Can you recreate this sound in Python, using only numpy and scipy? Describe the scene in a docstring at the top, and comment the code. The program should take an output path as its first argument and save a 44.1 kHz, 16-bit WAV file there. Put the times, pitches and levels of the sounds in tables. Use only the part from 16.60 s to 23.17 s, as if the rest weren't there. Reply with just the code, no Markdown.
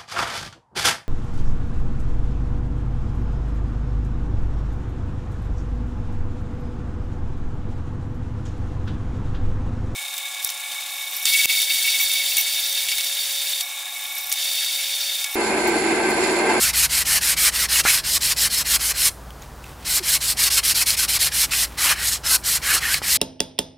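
"""Outdoors by a log wall, coarse sandpaper on a wooden handle is rubbed quickly back and forth,
with one short rest. Countless grit scratches hiss, the handle rasps, and the cupped sheet rings
and now and then chatters or snags. The wall close behind throws back a short answer;
a far idling engine and a soft outdoor rush lie underneath."""
import sys
import numpy as np
from scipy import signal
from scipy.fft import rfft, irfft, next_fast_len
from scipy.io import wavfile
from scipy.ndimage import uniform_filter1d, map_coordinates

SR = 44100
rng = np.random.default_rng(int(sys.argv[2]) if len(sys.argv) > 2 else 0)


def waveform_to_disk(signal):
    """Save audio, clipped to [-1, 1], as 16-bit WAV at the path in sys.argv[1]."""
    frames = np.transpose(np.atleast_2d(signal))
    scaled = np.clip(frames, -1, 1) * 32767
    samples = np.round(scaled).astype(np.int16)
    wavfile.write(sys.argv[1], SR, samples)


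N = 289825

# The arm's strokes. Each row: start and end in seconds, grit level in dB, its growth over the stroke in dB.
STROKES = [(-.007, 0.119, -19.5, -6), (.127, .274, -18, 4.5), (0.287, .439, -21.5, 3),
           (0.447, .597, -19, 3.5), (0.604, .751, -20.5, 1.5), (0.761, 0.906, -19.5, 3),
           (0.915, 1.071, -23, 4), (1.081, 1.222, -20, 5.5), (1.233, 1.416, -19.5, -4),
           (1.432, 1.586, -22.5, 9), (1.602, 1.742, -22, 4), (1.758, 1.888, -20, 3),
           (1.894, 2.034, -22.5, 4.5), (2.042, 2.177, -21.5, 15), (2.189, 2.331, -22, 7),
           (2.335, 2.501, -21.5, 14), (3.243, 3.401, -23, 11), (3.423, 3.583, -21, 8),
           (3.599, 3.742, -23, 5.5), (3.762, 3.896, -20, 7), (3.897, 4.01, -20, 2), (4.025, 4.14, -20.5, 1),
           (4.14, 4.244, -19.5, -2), (4.255, 4.362, -19.5, -7.5), (4.363, 4.467, -22, -2.5),
           (4.474, 4.585, -22, 7.5), (4.586, 4.697, -20.5, 0), (4.712, 4.865, -20.5, 7),
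           (4.905, 5.064, -21, 4), (5.17, 5.352, -20, 2.5), (5.346, 5.585, -24, 21),
           (5.631, 5.774, -20.5, 20), (5.833, 5.989, -21.5, 2), (6.012, 6.201, -21.5, 15),
           (6.198, 6.4, -25.3, 9), (6.415, 6.577, -22.5, 16.5)]
STROKE_S, COAST = 0.16, 1.05  # an ordinary stroke's length; extra braking time per second beyond it


def amp(db):
    """Decibels to gain."""
    return 10 ** (np.asarray(db) / 20)


def unit(x):
    """Scale to rms 1."""
    return x / np.sqrt(np.mean(x ** 2) + 1e-20)


def clock():
    """Each sample's time in seconds."""
    return np.arange(N) / SR


def along(points, hz):
    """Read (Hz, value) points on a log frequency axis."""
    point_hz, values = np.transpose(points)
    return np.interp(np.log(hz + 1), np.log(point_hz + 1), values)


def wobble(rate):
    """A smooth random curve, rate knots a second."""
    return map_coordinates(rng.standard_normal(int(N * rate / SR) + 4), [clock() * rate])


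def filtered(x, response):
    """Filter x by a gain given as a function of frequency."""
    size = next_fast_len(N + SR // 2)
    return irfft(rfft(x, size) * response(np.fft.rfftfreq(size, 1 / SR)), size)[..., :N]


def coloured(x, spectrum):
    """Shape x with an EQ curve of (Hz, dB) points, at rms 1."""
    return unit(filtered(x, lambda hz: amp(along(spectrum, hz))))


def swell(middle, length):
    """A smooth bump, length seconds wide at half height."""
    return np.cos(np.pi / 2 * np.clip((clock() - middle) / length, -1, 1)) ** 2


def scratches(rate):
    """Tiny impacts of random size at random moments, rate a second."""
    return unit(rng.standard_normal(N) * (rng.random(N) < rate / SR))


def outdoor_rush():
    """A soft bed of air, almost the same in both ears."""
    # The tone of the air. Each row: frequency in Hz, relative level in dB.
    air_eq = [(15, -42), (25, -19), (42, 8), (52, -14), (68, -6.5), (140, -1), (180, -3.5), (330, -8.5),
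              (480, -9), (1000, -8), (1500, -12.5), (2300, -21.5), (6000, -24.5), (15500, -29)]
    side_eq = [(40, -27), (150, 1.5), (400, 9.5), (900, -7.0), (4000, -32.0)]
    mid = amp(-42.5) * coloured(rng.standard_normal(N), air_eq)
    side = amp(-62) * coloured(rng.standard_normal(N), side_eq)
    return mid + side * np.array([[1], [-1]])


def far_engine():
    """An idling engine fires three times a turn; only its lowest orders carry, wavering with the air."""
    # The drifting idle. Each row: time in seconds, firing rate in Hz.
    idle = [(0, 56.95), (1.2, 58.4), (2.2, 56.8), (3.1, 58.5), (4.3, 56.6), (6.57, 60.5)]
    # The hum's partials. Each row: multiple of the shaft's turning rate, level in dB.
    partials = [(2, -57), (3, -43.5), (4, -52), (5, -56), (7, -53.5)]
    firing_hz = np.interp(clock(), *np.transpose(idle)) * (1 + .015 * wobble(6))
    turns = np.cumsum(firing_hz) / SR / 3
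    hum = np.zeros(N)
    for order, db in partials:
        gain = np.sqrt(2) * amp(db + 2.4 * wobble(7.1))
        hum += gain * np.sin(2 * np.pi * (order * turns + rng.random()))
    return hum


def wall_answer(x):
    """The log wall and the boards scatter a short tail, 5 ms late."""
    # The tail's decay. Each row: frequency in Hz, seconds to fall 60 dB.
    decay = [(200, 0.18), (2000, 0.12), (12000, 0.27)]
    hz, t, noise = signal.stft(rng.standard_normal(SR // 3), SR, nperseg=256)
    tail = signal.istft(noise * amp(-60 * t / along(decay, hz)[:, None]), SR, nperseg=256)[1]
    return signal.fftconvolve(x, np.pad(tail, (SR // 200, 0)) / np.linalg.norm(tail))[:N]


def paper_rustle():
    """Between strokes the paper shifts faintly in the resting hand."""
    # Each row: middle and length in seconds, level in dB.
    shifts = [(2.834, 0.071, -49), (3.082, .1, -45), (3.226, 0.083, -48.5), (4.899, 0.029, -39),
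              (5.135, 0.15, -45)]
    rustle_eq = [(500, -6), (2500, 0), (5000, -7), (11000, -10.5), (15500, -13)]
    rustle = coloured(scratches(rate=3700), rustle_eq)
    return sum(amp(db) * swell(middle, length) for middle, length, db in shifts) * rustle


def handle():
    """The hand-damped wood knocks dully when shoved and squeaks once as the grip turns."""
    # The wood's modes. Each row: pitch in Hz, relative level in dB, seconds to fall 60 dB.
    modes = [(286, -24, 0.0086), (487, 2, 0.0068), (840, 3.5, 0.016), (1280, 1.5, 0.013)]
    # The hand's shoves. Each row: start in seconds, peak in dB.
    knocks = [(1.252, -9), (6.418, -16.5)]
    # A low, falling squeak. Each row: middle and length in seconds, level in dB, first and last pitch in Hz.
    squeaks = [(3.415, .022, -31.5, 405, 325)]
    out, t = np.zeros(N + SR), np.arange(SR // 8) / SR
    ring = sum(amp(db - 60 * t / t60) * np.sin(2 * np.pi * hz * t) for hz, db, t60 in modes)
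    for start, db in knocks:
        out[round(start * SR):][:len(t)] += amp(db) * ring / np.abs(ring).max()
    for middle, length, db, first_hz, last_hz in squeaks:
        pitch = np.interp(clock(), [middle - length, middle + length], [first_hz, last_hz])
        out[:N] += amp(db) * swell(middle, length) * np.sin(2 * np.pi * np.cumsum(pitch) / SR)
    return out[:N]


def snags():
    """A caught grain snaps free with a bright crack and a very short ring."""
    # Each row: start in seconds, peak in dB ahead of the low cut, pitch in Hz.
    grains = [(2.706, -26, 3140), (2.822, -29, 6600), (2.826, -31, 3700), (3.042, -25, 2600),
              (4.305, -2, 4230), (4.565, -14, 9800), (6.343, -2, 4700)]
    out, t = np.zeros(N + SR), np.arange(SR // 20) / SR
    for start, db, hz in grains:
        snap = (np.sin(2 * np.pi * hz * t) + .5 * rng.standard_normal(len(t))) * amp(-60 * t / 0.0082)
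        out[round(start * SR):][:len(t)] += amp(db) * snap / np.abs(snap).max()
    # so small a source radiates no bass
    return signal.sosfilt(signal.butter(2, 1700, "high", fs=SR, output="sos"), out[:N])


def grip(seconds):
    """The cupped sheet's pitch and level: a looser grip lets it ring lower and louder."""
    # Each row: time in seconds, ring pitch in Hz, sheet level against the grit in dB.
    grip_curve = [(0, 2128, -10), (1.28, 2100, -6), (1.42, 2000, -11.5), (3.3, 2141, -11),
                  (4.3, 2268, -10.5), (5.04, 2150, -9.5), (5.19, 1519, -6), (5.32, 1723, -1),
                  (5.48, 1894, -11), (5.72, 1447, -9.5), (5.95, 1887, -12.5), (6.14, 1518, -2),
                  (6.23, 1847, -1.5), (6.5, 2154, -9)]
    times, hz, db = np.transpose(grip_curve)
    return np.interp(seconds, times, hz), np.interp(seconds, times, db)


def judders(lead_s=0.022, length_s=0.026, trim_db=-1.5, scatter_db=1.2, pitch_ratio=0.91, detune=0.063):
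    """The sheet sticks and slips as each stroke brakes: one row of chatter per stroke."""
    rows = []
    for start, end, db, _ in STROKES:
        force, bend = rng.standard_normal(2)
        middle = end - lead_s - COAST * max(end - start - STROKE_S, 0) / 2
        ring_hz, sheet_db = grip(middle)
        level_db = db + sheet_db + trim_db + scatter_db * force
        rows.append((middle, length_s, level_db, ring_hz * pitch_ratio * np.exp(detune * bend)))
    return rows


def chatter():
    """Bursts of rapid slips ring the cupped sheet, in hard grabs and at the end of each stroke."""
    # The hard grabs. Each row: middle and length in seconds, relative level in dB, ring pitch in Hz.
    grabs = [(0.886, 0.024, -36, 1510), (1.268, .024, -15.5, 1720), (1.295, .046, -18.5, 2320),
             (2.322, 0.0072, -31, 1710), (3.389, .01, -24, 2260), (4.933, 0.028, -22, 2520),
             (5.321, .035, -26.5, 1630), (6.346, 0.014, -20, 2300)]
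    out, t = np.zeros(N), np.arange(SR // 50) / SR
    for middle, length, db, hz in grabs + judders():
        shape = swell(middle, length)
        on = shape > 1e-6
        # the sheet takes a few cycles to answer, so a slip carries no thump
        ring = t * np.sin(2 * np.pi * hz * t) * amp(-60 * t / 0.0025)
        slips = rng.standard_normal(on.sum()) * (rng.random(on.sum()) < 2500 / SR)
        out[on] += amp(db - 2.5) * shape[on] * unit(signal.fftconvolve(slips, ring)[:on.sum()])
    return out


def cup_ring(braking, width_hz=330, sag=0.15, firm_db=-4.5, db_per_octave=5):
    """The cupped sheet's narrow resonance follows the grip and sags as braking slackens the paper."""
    pitch = grip(clock())[0]
    phase = 2 * np.pi * np.cumsum(pitch * (1 - sag * braking)) / SR
    slow_noise = filtered(rng.standard_normal((2, N)), lambda hz: 1 / (1 + 1j * hz / width_hz) ** 2)
    ring = unit(slow_noise[0] * np.cos(phase) + slow_noise[1] * np.sin(phase))
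    octaves_down = np.log2(np.median(pitch) / pitch)
    return amp(firm_db + db_per_octave * octaves_down) * ring


def flexing(x, depth_db, bins, frames=4):
    """The bending sheet and the moving fingers shift many small resonances about."""
    spectra = signal.stft(x, nperseg=1024)[2]
    ripple = uniform_filter1d(rng.standard_normal(spectra.shape), bins, axis=0)
    ripple = uniform_filter1d(ripple, frames, axis=1)
    return signal.istft(spectra * amp(depth_db * unit(ripple)), nperseg=1024)[1][:N]


def arm(rise_s=0.054, brake_s=0.029, jump=0.27, speed_power=1.084):
    """Grit, rasp and sheet gains, speed and braking as the hand breaks loose, speeds up and stops."""
    # How firmly the paper bears on the wood. Each row: time in seconds, rasp against the grit in dB.
    seating = [(0, -4.5), (1.3, -3), (1.72, -0.4), (2.25, -4.5), (3.35, -3.3), (3.5, -4), (4.27, -2),
               (4.85, -2.5), (5.9, -4), (6.5, -3)]
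    growth_shares = [1, 0.81, 0.13]  # how much grit, rasp and sheet follow the hand's pressure
    t, gains, speed, braking = clock(), np.zeros((3, N)), np.zeros(N), np.zeros(N)
    ease = lambda u: np.sin(np.pi / 2 * np.clip(u, 0, 1))
    for start, end, db, growth_db in STROKES:
        on = (t > start) & (t < end)
        age, left, length = t[on] - start, end - t[on], end - start
        rise = rise_s * (length / STROKE_S) ** 1.37
        brake = brake_s + COAST * max(length - STROKE_S, 0)
        # static friction lets go at once, so the stroke jumps to part of its speed
        release = np.clip(age / 0.0083, 0, 1)
        speed[on] = release * (jump + (1 - jump) * ease(age / rise)) * ease(left / brake)
        press_db = growth_db * (age / length - .5)
        gains[:, on] += speed[on] ** speed_power * amp(db + np.outer(growth_shares, press_db))
        braking[on] = np.exp(-(left / 0.033) ** 2)
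    grit, rasp, sheet = gains
    rasp *= amp(np.interp(t, *np.transpose(seating)))
    sheet *= amp(grip(t)[1])
    return grit, rasp, sheet, speed, braking


def sanding():
    """Grit scratches sound directly, through the handle and through the paper backing."""
    # The four colours of the scratching. Each row: frequency in Hz, relative level in dB.
    grit_eq = [(3290, -25), (5600, -7), (6080, -2), (8030, 1), (11100, 0), (12400, -2.5), (13800, -4.5),
               (14800, -4), (15800, -36)]  # bright, direct hiss
    rasp_eq = [(1650, -32), (2500, -13), (2850, -5.5), (3200, -3.5), (3550, -3.5), (3900, -1), (4200, 2),
               (4650, -0.7), (5300, 1), (5650, -2), (6200, -8), (7500, -20)]  # the wooden handle
    sheet_eq = [(100, -58), (400, -25), (700, -14), (1000, -10.5), (1300, -6.5), (1550, -1), (1950, -1),
                (2200, 0), (2750, -1.5), (3100, -2.5), (5000, -38)]  # the paper backing
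    drag_eq = [(150, -20), (400, -11), (850, -6), (1150, 5), (1500, -12), (2500, 6), (5000, -40)]  # grit digging in
    grit, rasp, sheet, speed, braking = arm()
    # the paper never quite stops at a turn: it creeps and rolls in the hand
    creep = amp(-48.5) * np.clip(uniform_filter1d(grit, SR // 16) / amp(-36.0), 0, 1)
    # the wood's uneven fibres make the bite flutter
    bite = amp(1.22 * wobble(55) + 0.32 * wobble(330))
    hiss = coloured(flexing(scratches(rate=30000), depth_db=1.84, bins=6), grit_eq)
    # slow scratches are duller than fast ones
    dull = filtered(hiss, lambda hz: 1 / (1 + (hz / 9000) ** 4))
    hiss = dull + (0.035 + 1.07 * speed) * (hiss - dull)
    wood = coloured(flexing(scratches(rate=20000), depth_db=2, bins=5), rasp_eq)
    paper = amp(0.5) * coloured(scratches(rate=9000), sheet_eq) + cup_ring(braking)
    paper = unit(flexing(paper, depth_db=3.0, bins=4))
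    # as the hand brakes, the grit drags, coarser and lower
    drag = coloured(flexing(scratches(rate=1500), depth_db=1.5, bins=3), drag_eq)
    return bite * ((grit + 0.14 * creep) * hiss
                   + (rasp + 1.02 * creep) * wood
                   + amp(0.26) * (sheet + creep) * paper
                   + amp(-10) * braking * grit * drag)


def scene():
    """The work sits dead centre with the wall's answer, over the engine and the air."""
    work = sanding() + chatter() + snags() + handle() + paper_rustle()
    return work + amp(-19.5) * wall_answer(work) + far_engine() + outdoor_rush()


def record(dry):
    """A steep high cut removes the very top of the treble."""
    return filtered(dry, lambda hz: hz < 15850)


dry = scene()
out = record(dry)
waveform_to_disk(out)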